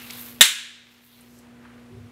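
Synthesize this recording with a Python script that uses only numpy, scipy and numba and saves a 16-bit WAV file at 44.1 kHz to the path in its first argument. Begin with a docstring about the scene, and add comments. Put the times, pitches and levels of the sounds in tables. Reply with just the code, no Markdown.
"""Inside a workshop with electrical hum and ventilation, a sheet of paper slides on the bench: filtered noise.
It lifts a steel nail, with swishes and crinkles in noise bands, until the nail jumps onto a magnet.
The snap is a noise crack with sines for nail and beam; surfaces near and far answer with reflections and echo.
The recorder flattens the peaks and ducks; its gain recovers slowly while the paper is laid down.
Last comes a low rumble of wavering sines."""
import sys
import numpy as np
from scipy import signal
from scipy.fft import rfft, irfft
from scipy.io import wavfile
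from numba import njit

SR = 44100
rng = np.random.default_rng(int(sys.argv[2]) if len(sys.argv) > 2 else 0)


def log_audio(samples):
    """Write samples as a 16-bit WAV file to the path given in sys.argv[1]."""
    # one column per channel
    frames = np.atleast_2d(samples).T
    # limit to full scale, then quantise
    limited = np.clip(frames, -1, 1)
    pcm = np.round(limited * 32767).astype(np.int16)
    wavfile.write(sys.argv[1], SR, pcm)


N = 93359  # samples

# All levels are those ahead of the recorder; density/dB is a relative level per Hz.
# Electrical hum: [f/Hz, rms level/dB]
HUM_PARTIALS = [(60, -49.5), (120, -54.5), (240.1, -48), (300, -66), (360, -65), (480, -64), (720, -72)]
HUM_WAVER_DB = .25
# Spectrum of the ventilation: [f/Hz, density/dB]
AIR_COLOUR = [(20, -2), (50, 3.5), (75, 9), (120, 3), (170, -2.5), (300, -7.5), (480, -7), (750, -12.5),
              (1500, -14), (2600, -18), (5000, -27.5), (10000, -30.5), (15500, -38)]
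AIR_DB, AIR_WAVER_DB = -50.5, .6

# Paper sliding on the bench: [t/s, level/dB], and its spectrum: [f/Hz, density/dB]
SLIDE_LEVELS = [(0, -47), (.06, -48), (.13, -44.5), (.22, -47), (.31, -49), (.38, -56.5), (.8, -48),
                (1.0, -47.5), (1.17, -51.5), (1.25, -55), (1.35, -67), (1.45, -67.5)]
SLIDE_SPECTRUM = [(300, -10.5), (1000, -2.5), (2600, 0), (4000, -2), (4800, -5), (8000, -12.5),
                  (15500, -22.5)]
# Hiss of paper rubbing: [t/s, level/dB], and its spectrum: [f/Hz, density/dB]
HISS_LEVELS = [(0, -52), (.03, -46), (.1, -47), (.19, -40), (.3, -44), (.37, -54), (.8, -74), (.92, -54),
               (1.01, -57), (1.05, -44.5), (1.2, -54), (1.26, -58.5), (1.37, -61.5), (1.46, -79)]
HISS_SPECTRUM = [(3000, -24.5), (6000, -12), (9000, -7.5), (11500, -1.5), (13500, 1.5), (14500, -1.5),
                 (15500, -5.5)]
SLIP_PER_S, SLIP_SCATTER_DB = 6200, 1.5
# Soft swishes of paper and hand over the bench:
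# [centre t/s, level/dB, centre f/Hz, width/octaves, half length/s]
SWISH_EVENTS = [(0.019, -47, 2600, 0.21, 0.056), (0.148, -48.5, 3800, 0.17, 0.067),
                (1.126, -51.5, 3702, 0.24, 0.079), (1.361, -58.5, 5598, 0.7903, 0.083),
                (1.454, -59, 1200, 0.92, 0.045), (1.69, -55.5, 1330, 0.79, 0.12)]
# Crinkles of paper and small taps: [start t/s, level/dB, centre f/Hz, width/octaves, t60/s]
TICK_EVENTS = [(.100, -33.5, 2900, 0.52, 0.05875), (0.107, -26, 3740, 0.97, 0.015),
               (0.133, -32, 12500, 0.34, 0.013), (.212, -25.5, 13300, 0.18, .012),
               (1.208, -43, 9780, 0.32, 0.049), (1.387, -46, 8390, 0.59, .04),
               (1.652, -40.5, 1030, 0.48, 0.052)]

SNAP_S = .4092  # the nail meets the magnet
# Crack of the contact: [f/Hz, density/dB]
CRACK_COLOUR = [(60, -32), (250, -21), (750, -27.5), (1200, -19.5), (1700, -4), (2300, -10), (3000, -1),
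                (3700, 0), (5000, -12), (8000, -6.5), (11000, -11), (15500, -16)]
CRACK_DB, CRACK_T60_S, CRACK_RISE_S = 6.5, .06, .00027
# Dull knock of the beam on its supports: [f/Hz, level/dB, t60/s]
KNOCK_MODES = [(235, -14, .04), (400, -18, .03), (600, -10, .035), (910, -15, .06)]
# Modes of the beam: [f/Hz, relative strike level/dB, level lingering in the room/dB, lingering t60/s]
BEAM_MODES = [(1492, -7, -21, .5), (1660, -6, -18, .65), (1840, -3, -22, .5), (2092, -14, -11, .35),
              (2424, -16, -12, .3), (2746, -11, -18, .5), (2895, 0, -15, .42), (3005, -11, -15, .42),
              (3220, -4, -16, .38), (3470, -3, -17, .4), (3536, -10, -15, .42), (3603, -6, -8, .38),
              (3638, -10, -16, .42), (3802, -1, -18, .5)]
BEAM_DB, BEAM_T60_S = 1, .07  # gain and decay of the strike
# Modes of the nail on the magnet: columns as for the beam
NAIL_MODES = [(6572, -2, -26, .35), (6828, -3, -23, .35), (7290, 1, -25, .35), (7541, -1, -20, .55),
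              (8346, 0, -24, .3), (9755, -3, -23, .28), (10200, -5, -15, .25), (10526, -5, -25, .28),
              (10820, -5, -24, .3), (12720, -5, -22, .22)]
NAIL_DB, NAIL_T60_S = -7, .09
# First reflections off the bench back and the wall: [delay t/s, level/dB]
FIRST_REFLECTIONS = [(0.0168, -21), (.028, -17.5), (.0435, -13.5)]

# Echo of the workshop: [f/Hz, density/dB]
ECHO_COLOUR = [(100, -32), (400, -25.5), (750, -24.5), (950, -14.5), (1300, -11), (1650, -4), (2500, -3),
               (3700, 1.5), (4800, -9), (7500, -5), (11000, -11.5), (15500, -20)]
# Late decay of that echo: [f/Hz, t60/s]
ECHO_DECAY = [(200, .55), (900, .55), (1700, 0.86), (3500, 0.79), (6000, 0.65), (9000, .54), (15000, 0.4)]
ECHO_DB, ECHO_RISE_S = -8, .01
# Near walls and shelves; level relative to the late echo
EARLY_DB, EARLY_T60_S, EARLY_RISE_S = 15.5, .23, .03

# Resonances of the low rumble: [start t/s, attack/s, hold/s, release/s, f/Hz, level/dB]
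RUMBLE_MODES = [(1.9, .035, .1, .08, 103, -38), (1.91, .03, .07, .08, 78, -43),
                (1.9, .02, .1, .08, 140, -50), (1.9, .01, .07, .02, 395, -50)]
RUMBLE_WANDER = .07  # spread of the pitch knots, as a fraction

# Recorder: gain control, overload, filters
AGC_THRESHOLD_DB, AGC_DEPTH_DB = -4.5, -12.5
AGC_ATTACK_S, AGC_HOLD_S, AGC_RELEASE_S = .0089, .58, .31
CLIP_KNEE = 5  # higher bends later and harder
LOW_CUT_HZ, TOP_HZ = 150, 15650


def undb(db):
    """Decibels to gain."""
    return 10 ** (np.asarray(db) / 20)


def unit(x):
    """Scale to rms 1."""
    return x / np.sqrt(np.mean(x ** 2))


def seconds():
    """The time of every sample."""
    return np.arange(N) / SR


def on_log(points, hz):
    """Read (f/Hz, value) points on a log-frequency axis."""
    f, v = np.array(points, float).T
    return np.interp(np.log(np.maximum(hz, 1)), np.log(f), v)


def colour(x, points):
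    """Give a sound a spectrum of (f/Hz, level/dB) points, losing what lies below 20 Hz; rms 1."""
    hz = np.fft.rfftfreq(N, 1 / SR)
    low_cut = hz ** 2 / (hz ** 2 + 20 ** 2)
    return unit(irfft(rfft(x) * undb(on_log(points, hz)) * low_cut, N))


def band_noise(hz, octaves):
    """Noise in a bell-shaped band; rms 1."""
    away = np.log2(np.maximum(np.fft.rfftfreq(N, 1 / SR), 1) / hz) / octaves
    return unit(irfft(rfft(rng.standard_normal(N)) * np.exp(-away ** 2 / 2), N))


def fade(start, t60, rise):
    """Envelope of a blow: quick rise, exponential decay by 60 dB in t60."""
    age = np.maximum(seconds() - start, 0)
    return (1 - np.exp(-age / rise)) * np.exp(-np.log(1000) * age / t60)


def walk(rate):
    """Random wander: straight lines between random knots of spread 1, rate knots a second."""
    knots = rng.standard_normal(256)
    return np.interp(seconds() * rate, np.arange(len(knots)), knots)


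def tone(hz):
    """A sine of random phase."""
    return np.sin(2 * np.pi * (hz * seconds() + rng.random()))


def workshop():
    """The place itself: steady mains partials, slightly wavering, over the broad noise of ventilation."""
    hum = 0
    for hz, db in HUM_PARTIALS:
        hum = hum + np.sqrt(2) * undb(db + HUM_WAVER_DB * walk(12)) * tone(hz)
    air = colour(rng.standard_normal(N), AIR_COLOUR)
    return hum + undb(AIR_DB + AIR_WAVER_DB * walk(2.2)) * air


def rub(levels, spectrum, flutter_db):
    """Dense tiny slips of paper fibres, following a level curve."""
    happens = rng.random(N) < SLIP_PER_S / SR
    strength = rng.standard_normal(N) * undb(SLIP_SCATTER_DB * rng.standard_normal(N))
    level = np.interp(seconds(), *np.array(levels).T) + flutter_db * walk(86)
    return colour(happens * strength, spectrum) * undb(level)


def paper():
    """The sheet slides, lifts the nail and is laid down again: a duller slide and a bright hiss."""
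    slide = rub(SLIDE_LEVELS, SLIDE_SPECTRUM, flutter_db=1.2)
    hiss = rub(HISS_LEVELS, HISS_SPECTRUM, flutter_db=.24)
    return slide + hiss


def swishes():
    """Brief swells of rubbing: noise bands that rise and fall in a bell shape."""
    out = 0
    for s, db, hz, width, half in SWISH_EVENTS:
        swell = np.exp(-((seconds() - s) / half) ** 2)
        out = out + undb(db) * band_noise(hz, width) * swell
    return out


def ticks():
    """Short crinkles and taps: noise bands with a sudden start and a quick decay."""
    out = 0
    for s, db, hz, width, t60 in TICK_EVENTS:
        out = out + undb(db) * band_noise(hz, width) * fade(s, t60, rise=.00063)
    return out


def struck(modes, t60):
    """Modes set off by the snap, dying quickly."""
    ring = sum(undb(db) * tone(hz) for hz, db, _, _ in modes)
    return fade(SNAP_S, t60, CRACK_RISE_S) * ring


def lingering(modes):
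    """The same frequencies ringing on in the room."""
    return sum(undb(db) * tone(hz) * fade(SNAP_S, t60, ECHO_RISE_S) for hz, _, db, t60 in modes)


def snap():
    """The nail hits the magnet: a bright crack and a knock, beam and nail ring, near surfaces throw it back."""
    crack = undb(CRACK_DB) * colour(rng.standard_normal(N), CRACK_COLOUR)
    crack = crack * fade(SNAP_S, CRACK_T60_S, CRACK_RISE_S)
    knock = sum(undb(db) * tone(hz) * fade(SNAP_S, t60, CRACK_RISE_S) for hz, db, t60 in KNOCK_MODES)
    beam = undb(BEAM_DB) * struck(BEAM_MODES, BEAM_T60_S)
    nail = undb(NAIL_DB) * struck(NAIL_MODES, NAIL_T60_S)
    bright = crack + beam + nail  # the knock is not reflected
    back = sum(undb(db) * np.roll(bright, int(delay * SR)) for delay, db in FIRST_REFLECTIONS)
    return bright + knock + back + lingering(BEAM_MODES) + lingering(NAIL_MODES)


def echo():
    """Diffuse tail in half-octave bands: strong early reflections, then a late fade, slowest in the mids."""
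    spectrum = rfft(colour(rng.standard_normal(N), ECHO_COLOUR))
    centres = 125 * 2 ** np.arange(0, 7.5, .5)
    hz_axis = np.maximum(np.fft.rfftfreq(N, 1 / SR), 1)
    place = np.interp(np.log(hz_axis), np.log(centres), np.arange(len(centres)))
    early = undb(EARLY_DB) * fade(SNAP_S, EARLY_T60_S, EARLY_RISE_S)
    out = 0
    for k, hz in enumerate(centres):
        overlap = np.maximum(1 - abs(place - k), 0)  # triangular bands that sum to 1
        band = irfft(spectrum * overlap, N)
        late = fade(SNAP_S, on_log(ECHO_DECAY, hz), ECHO_RISE_S)
        out = out + band * np.hypot(early, late)
    return undb(ECHO_DB) * out


def rumble():
    """A soft, unsteady rumble, as of something shifted against the bench: sines of wandering pitch."""
    out = 0
    for start, attack, hold, release, hz, db in RUMBLE_MODES:
        corners = start + np.cumsum([0, attack, hold, release])
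        swell = np.interp(seconds(), corners, [0, 1, 1, 0])
        cycles = np.cumsum(hz * (1 + RUMBLE_WANDER * walk(60))) / SR
        out = out + np.sqrt(2) * undb(db) * swell * np.sin(2 * np.pi * cycles)
    return out


def scene():
    """Everything that reaches the microphone, on one channel."""
    return (workshop() + paper() + swishes() + ticks() + snap() + echo() + rumble())[None]


@njit
def gain_control(x, threshold, low, attack, hold, release):
    """A loud peak pulls the gain down; it is held, then creeps back."""
    out, gain, wait = np.empty(len(x)), 1., 0.
    for i in range(len(x)):
        wait = hold if abs(x[i]) > threshold else wait - 1 / SR
        gain += (low - gain) / (attack * SR) if wait > 0 else (1 - gain) / (release * SR)
        out[i] = gain * x[i]
    return out


def record(dry):
    """The recorder ducks after the snap, flattens its peaks, thins the bass and cuts the top."""
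    threshold, low = float(undb(AGC_THRESHOLD_DB)), float(undb(AGC_DEPTH_DB))
    x = gain_control(dry[0], threshold, low, AGC_ATTACK_S, AGC_HOLD_S, AGC_RELEASE_S)
    x = x / (1 + abs(x) ** CLIP_KNEE) ** (1 / CLIP_KNEE)
    low_cut = signal.butter(2, LOW_CUT_HZ, "highpass", fs=SR, output="sos")
    top_cut = signal.ellip(10, .1, 70, TOP_HZ, fs=SR, output="sos")
    return signal.sosfilt(top_cut, signal.sosfilt(low_cut, x))[None]


dry = scene()
out = record(dry)
log_audio(out)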